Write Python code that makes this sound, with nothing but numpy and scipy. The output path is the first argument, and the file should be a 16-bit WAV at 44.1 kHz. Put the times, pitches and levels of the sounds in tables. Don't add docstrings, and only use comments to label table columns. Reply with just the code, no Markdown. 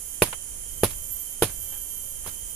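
import sys
import numpy as np
from scipy import signal
from scipy.fft import rfft, irfft
from scipy.io import wavfile

SR = 44100
rng = np.random.default_rng(int(sys.argv[2]) if len(sys.argv) > 2 else 0)


def wav_record(signal):
    frames = np.transpose(np.atleast_2d(signal))
    bounded = np.clip(frames, -1, 1)
    quanta = np.round(bounded * 32767).astype(np.int16)
    wavfile.write(sys.argv[1], SR, quanta)


N = 112455
TIME = np.arange(N) / SR
FREQS = np.maximum(np.fft.rfftfreq(N, 1 / SR), 1)


def from_db(db):
    return 10 ** (np.asarray(db) / 20)


def rms_one(x):
    return x / np.sqrt(np.mean(x ** 2) + 1e-20)


def over_hz(rows):
    hz, *columns = np.transpose(rows)
    return [np.interp(np.log(FREQS), np.log(hz), column) for column in columns]


def pan(left_minus_right_db):
    ratio = from_db(np.atleast_1d(left_minus_right_db))
    return np.array([ratio, np.ones_like(ratio)]) * np.sqrt(2 / (1 + ratio * ratio))


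def drift(rate_hz):
    white = rfft(rng.standard_normal(N))
    return rms_one(irfft(white / (1 + (FREQS / rate_hz) ** 2), N))


def noise(spectrum, place):
    (level_db,) = over_hz(spectrum)
    likeness, lean_db = over_hz(place)
    likeness = np.clip(likeness, -1, 1)
    mid, side = rfft(rng.standard_normal((2, N)))
    pair = np.sqrt(1 + likeness) * mid + np.sqrt(1 - likeness) * side * [[1], [-1]]
    return rms_one(irfft(pair * from_db(level_db) * pan(lean_db), N))


def decay(age, t60):
    return np.exp(-np.log(1000) * age / t60)


def burst(start, rise, hold, t60):
    age = TIME - start
    return np.clip(age / rise, 0, 1) * decay(np.maximum(age - rise - hold, 0), t60)


# f/Hz, likeness of left and right, left minus right/dB
NEAR_PLACE = [(100, 0.98, 0.5), (590, 0.73, -4), (1400, 0.36, 1), (2400, 0.18, -1), (4400, 0, -3.5),
              (8400, 0.13, -4), (11100, 0, -27), (15000, 0.3, -9)]
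GRAINS_PER_S, GRAIN_DB = 1200, 3


def grainy(spectrum):
    swing = np.clip(drift(GRAINS_PER_S), -2, 2)
    return rms_one(noise(spectrum, NEAR_PLACE) * from_db(GRAIN_DB * swing))


# t/s, knock level/dB, pitch factor, crack level/dB,
# crack centre f/Hz, crunch level/dB, scatter level/dB, second contact delay t/s, its relative level/dB
BLOWS = [(0.2206, 2, 1.01, 2.5, 2500, 0, -1, .0095, -29), (0.834, 3, 1, -3.5, 1170, -1, -2, 0.0045, -30),
         (1.4222, 0, 1.0, -1.5, 3100, -0.5, -0.5, .0088, -7),
         (2.262, -23.5, 1.0, -23, 1090, -18.5, -16, .012, -6.5)]
# f/Hz, level/dB, t60/s
LOG_MODES = [(109.9, -23, 0.13), (143, -24, 0.024), (198, -22, 0.05), (378, -11, 0.026), (453, -10, 0.027),
             (580, -24.5, 0.067), (740, -21.5, 0.031), (1025, -18, 0.027), (1160, -21, .035),
             (1393, -19.5, 0.021), (2340, -37.5, 0.13)]
KNOCK_LOW_CUT_HZ, CONTACT_HZ = 82, 3000
CONTACT_S = 0.00078


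def knocks():
    out = np.zeros(N)
    for blow_s, blow_db, pitch, *_, delay_s, second_db in BLOWS:
        contacts = ((blow_s, blow_db), (blow_s + delay_s, blow_db + second_db))
        for start, contact_db in contacts:
            first = int(start * SR)
            age = TIME[:min(SR // 4, N - first)]
            force = np.minimum(age / CONTACT_S, 1)
            for hz, mode_db, t60 in LOG_MODES:
                chance_db = rng.standard_normal()
                gain = from_db(contact_db + mode_db + chance_db)
                mode = np.sin(2 * np.pi * hz * pitch * age) * decay(age, t60)
                out[first:first + len(age)] -= gain * force * mode
    band = signal.butter(1, [KNOCK_LOW_CUT_HZ, CONTACT_HZ], "band", fs=SR, output="sos")
    return signal.sosfilt(band, out + 1e-18)


# f/Hz, level per Hz/dB
CRACK_SPECTRUM = [(200, -27), (600, 0), (1300, 0), (1800, -2.5), (2500, -4.5), (3400, -5), (4300, -16),
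                  (8000, -15), (10800, -12), (15000, -12)]
CRACK_DB, CRACK_RISE_S, CRACK_T60_S = -12, 0.00072, 0.019
CRACK_PEAK_DB, CRACK_WIDTH_OCT = 10, 0.16


def cracks():
    out = 0
    for start, _, _, blow_db, centre_hz, *_ in BLOWS:
        octaves = np.log2(FREQS / centre_hz)
        peak = from_db(CRACK_PEAK_DB * np.exp(-(octaves / CRACK_WIDTH_OCT) ** 2))
        crack = rms_one(irfft(rfft(noise(CRACK_SPECTRUM, NEAR_PLACE)) * peak, N))
        out = out + crack * from_db(CRACK_DB + blow_db) * burst(start, CRACK_RISE_S, 0, CRACK_T60_S)
    return out


# f/Hz, level per Hz/dB
CRUNCH_SPECTRUM = [(200, 9.5), (500, 4), (800, 8), (1200, -4), (2000, -5.5), (3000, -1.5), (4000, -5.5),
                   (5200, -8), (8300, -9.5), (9600, 3.5), (10800, 10), (12000, 0.5), (13300, -12),
                   (15500, -12)]
CRUNCH_DB = -18.5
CRUNCH_RISE_S, CRUNCH_HOLD_S, CRUNCH_T60_S = 0.00034, 0.012, 0.058


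def crunch():
    envelope = 0
    for start, *_, blow_db, _, _, _ in BLOWS:
        squeeze = burst(start, CRUNCH_RISE_S, CRUNCH_HOLD_S, CRUNCH_T60_S)
        envelope += from_db(CRUNCH_DB + blow_db) * squeeze
    return envelope * grainy(CRUNCH_SPECTRUM)


# t/s, level/dB
SNAPS = [(0.233, -26), (0.8442, -21), (0.8534, -22.5), (1.4305, -39), (1.443, -22)]
# f/Hz, level per Hz/dB
SNAP_SPECTRUM = [(1000, -26), (3000, 12), (6000, 6), (8500, -29), (10800, 18), (13000, 6), (15500, -14)]
SNAP_RISE_S, SNAP_T60_S = 0.00013, 0.018


def snaps():
    envelope = sum(from_db(db) * burst(start, SNAP_RISE_S, 0, SNAP_T60_S) for start, db in SNAPS)
    return envelope * noise(SNAP_SPECTRUM, NEAR_PLACE)


# f/Hz, level per Hz/dB
SCATTER_SPECTRUM = [(40, -44), (90, 13.5), (200, -0.5), (500, -7), (1200, -11), (2600, -5.5), (4200, -8.5),
                    (8000, -11), (11000, -1.5), (15000, -15.5)]
SCATTER_DB, SCATTER_RISE_S, SCATTER_T60_S = -23, 0.0055, 0.23


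def scatter():
    envelope = 0
    for start, *_, blow_db, _, _ in BLOWS:
        returned = burst(start, SCATTER_RISE_S, 0, SCATTER_T60_S)
        envelope += from_db(SCATTER_DB + blow_db) * returned
    return envelope * grainy(SCATTER_SPECTRUM)


# t/s, scuff level/dB, leaf hiss level/dB, rise t/s, t60/s
RUSTLES = [(0.2703, -44.5, -52, .002, 0.13), (0.3271, -28.5, -50, 0.0016, 0.054),
           (0.895, -69, -36, 0.016, .12), (0.929, -50, -53, 0.0033, 0.039), (1.490, -45, -45, 0.0033, .1),
           (1.60, -62, -57, 0.067, 0.87), (1.715, -52, -60, 0.02, 0.18), (2.236, -49.5, -53, 0.018, 0.13),
           (2.272, -51, -35, 0.0036, 0.16)]
# f/Hz, level per Hz/dB
SCUFF_SPECTRUM = [(150, -30), (450, -4), (1000, 0.5), (1400, -2), (1650, 4), (1900, -5.5), (2200, 0),
                  (2550, -3), (2850, -1), (4000, -13), (6000, -23), (11000, -18), (15000, -28)]
# f/Hz, level per Hz/dB
LEAF_HISS_SPECTRUM = [(1000, -8), (3000, -10), (6000, -8), (9000, -13), (11500, 3), (13500, -4),
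                      (15500, -24)]


def rustles():
    scuff, hiss = grainy(SCUFF_SPECTRUM), grainy(LEAF_HISS_SPECTRUM)
    out = 0
    for start, scuff_db, hiss_db, rise, t60 in RUSTLES:
        blend = from_db(scuff_db) * scuff + from_db(hiss_db) * hiss
        out = out + blend * burst(start, rise, 0, t60)
    return out


# start t/s, end t/s, start f/Hz, end f/Hz, level before trim and flutter/dB
WHISTLES = [(-.1, .2, 12250, 12265, -39), (.15, 1.45, 12230, 12670, -48), (.66, 1.38, 12125, 12310, -39.5),
            (1.07, 1.25, 12240, 12295, -31), (.92, 1.16, 12140, 12170, -41),
            (1.48, 2.16, 12345, 12500, -36.5), (1.49, 1.76, 12205, 12245, -37),
            (1.68, 2.24, 12240, 12320, -44), (.68, 1.47, 11700, 11800, -44), (1.4, 2.3, 11790, 11870, -53),
            (1.06, 2.35, 12880, 12690, -47), (2.1, 2.42, 12490, 12560, -41),
            (2.24, 2.65, 12075, 12130, -41)]
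WHISTLE_TRIM_DB, WHISTLE_PAN_DB = -2, -16
WHISTLE_FADE_S, WHISTLE_WAVER_HZ = 0.056, 15
FLUTTER_DB, FLUTTER_HZ = 2.3, 14
RASP = 0.35


def whistlers():
    out = 0
    for start, end, from_hz, to_hz, db in WHISTLES:
        glide = np.interp(TIME, [start, end], [from_hz, to_hz])
        hz = glide + WHISTLE_WAVER_HZ * drift(27.3)
        gate = np.clip(np.minimum(TIME - start, end - TIME) / WHISTLE_FADE_S, 0, 1)
        flutter = from_db(db + WHISTLE_TRIM_DB + FLUTTER_DB * drift(FLUTTER_HZ))
        rasp = 1 + RASP * drift(260)
        phase = 2 * np.pi * np.cumsum(hz) / SR
        out = out + gate * flutter * rasp * np.sin([phase + 2 * drift(1.7), phase])
    return out * pan(WHISTLE_PAN_DB)


def trills(rows):
    out = 0
    for hz, width, db, lean_db in rows:
        band = 1 / (1 + ((FREQS - hz) / (2 * width)) ** 2) ** 2
        trill = irfft(rfft(rng.standard_normal((2, N))) * band, N)
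        out = out + from_db(db) * rms_one(trill) * pan(lean_db)
    return out


# f/Hz, level per Hz/dB
CICADA_SPECTRUM = [(5000, -55), (5450, -24), (5900, -16.5), (6400, -9.5), (7250, -7), (8000, -11.5),
                   (8500, -12.5), (8900, -4.5), (9500, -3), (10150, -2.5), (10800, -9.5), (11500, -17.5),
                   (12400, -13.5), (13200, -19), (15000, -22), (16000, -34)]
# f/Hz, likeness of left and right, left minus right/dB
CICADA_PLACE = [(5000, 0, -9), (6300, 0.004, -6.5), (8400, 0.0038, -9), (9650, 0, -16), (11300, 0, -23),
                (12300, 0, -10), (13400, 0.033, -19), (14900, 0, -1)]
# f/Hz, nominal half width f/Hz, level/dB, left minus right/dB
CICADA_TRILLS = [(7203, 14, -57, -8), (8033, 8, -62, -8), (9360, 13, -52, -17), (9584, 14, -55, -17),
                 (9737, 16, -52, -17), (9897, 9, -54, -17), (10134, 13, -53, -17), (10886, 14, -56, -18)]
CICADA_DB, CICADA_FLICKER_DB = -37, 0.5


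def cicadas():
    level = from_db(CICADA_DB + CICADA_FLICKER_DB * drift(40))
    return level * noise(CICADA_SPECTRUM, CICADA_PLACE) + trills(CICADA_TRILLS)


# f/Hz, nominal half width f/Hz, level relative to the swell/dB, left minus right/dB
CRICKETS = [(3093, 30.5, -1, 1.5), (3203, 38, -6, 2)]
# t/s, level/dB
CRICKET_LEVEL = [(0, -58), (.35, -51.5), (.48, -60), (.75, -52.5), (1.1, -56), (1.3, -53.5), (1.58, -56),
                 (1.72, -50.5), (1.95, -54), (2.15, -55), (2.4, -52.5), (2.55, -54)]


def crickets():
    swell_db = np.interp(TIME, *np.transpose(CRICKET_LEVEL))
    return from_db(swell_db) * trills(CRICKETS)


# f/Hz, level per Hz/dB
AIR_SPECTRUM = [(15, 2.5), (45, 0), (85, -8.5), (140, -16), (250, -32), (600, -26), (2000, -96)]
# f/Hz, likeness of left and right, left minus right/dB
AIR_PLACE = [(30, 0.53, 0), (70, 0.9, 0), (120, 0.95, 0), (220, 0.26, 0)]
# t/s, level/dB
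AIR_LEVEL = [(0, -50), (.55, -47.5), (.75, -43), (1.0, -42.5), (1.3, -49.5), (1.52, -41), (1.8, -46.5),
             (2.1, -44.5), (2.3, -43.5), (2.55, -46)]
AIR_SWELL_DB = 1


def air():
    gusts_db = np.interp(TIME, *np.transpose(AIR_LEVEL)) + AIR_SWELL_DB * drift(1)
    return from_db(gusts_db) * noise(AIR_SPECTRUM, AIR_PLACE)


# f/Hz, level per Hz/dB
STREAM_SPECTRUM = [(100, -2), (250, 3), (350, 1), (480, 0.5), (650, -4), (1500, -5.5), (2500, -4.5),
                   (3000, -5), (3600, -9), (4400, -8), (5500, -2), (15000, -25.5)]
# f/Hz, likeness of left and right, left minus right/dB
STREAM_PLACE = [(200, 0.49, 0), (447, 0.41, 0), (1220, 0, 0)]
STREAM_DB = -52.5


def stream():
    return from_db(STREAM_DB) * noise(STREAM_SPECTRUM, STREAM_PLACE)


def scene():
    pounding = knocks() + cracks() + crunch() + snaps() + scatter()
    forest = whistlers() + cicadas() + crickets() + air() + stream()
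    return pounding + rustles() + forest


CUTOFF_HZ = 15250


def record(dry):
    low_pass = 1 / np.sqrt(1 + (FREQS / CUTOFF_HZ) ** 120)
    return irfft(rfft(np.clip(dry, -1, 1)) * low_pass, N)


dry = scene()
out = record(dry)
wav_record(out)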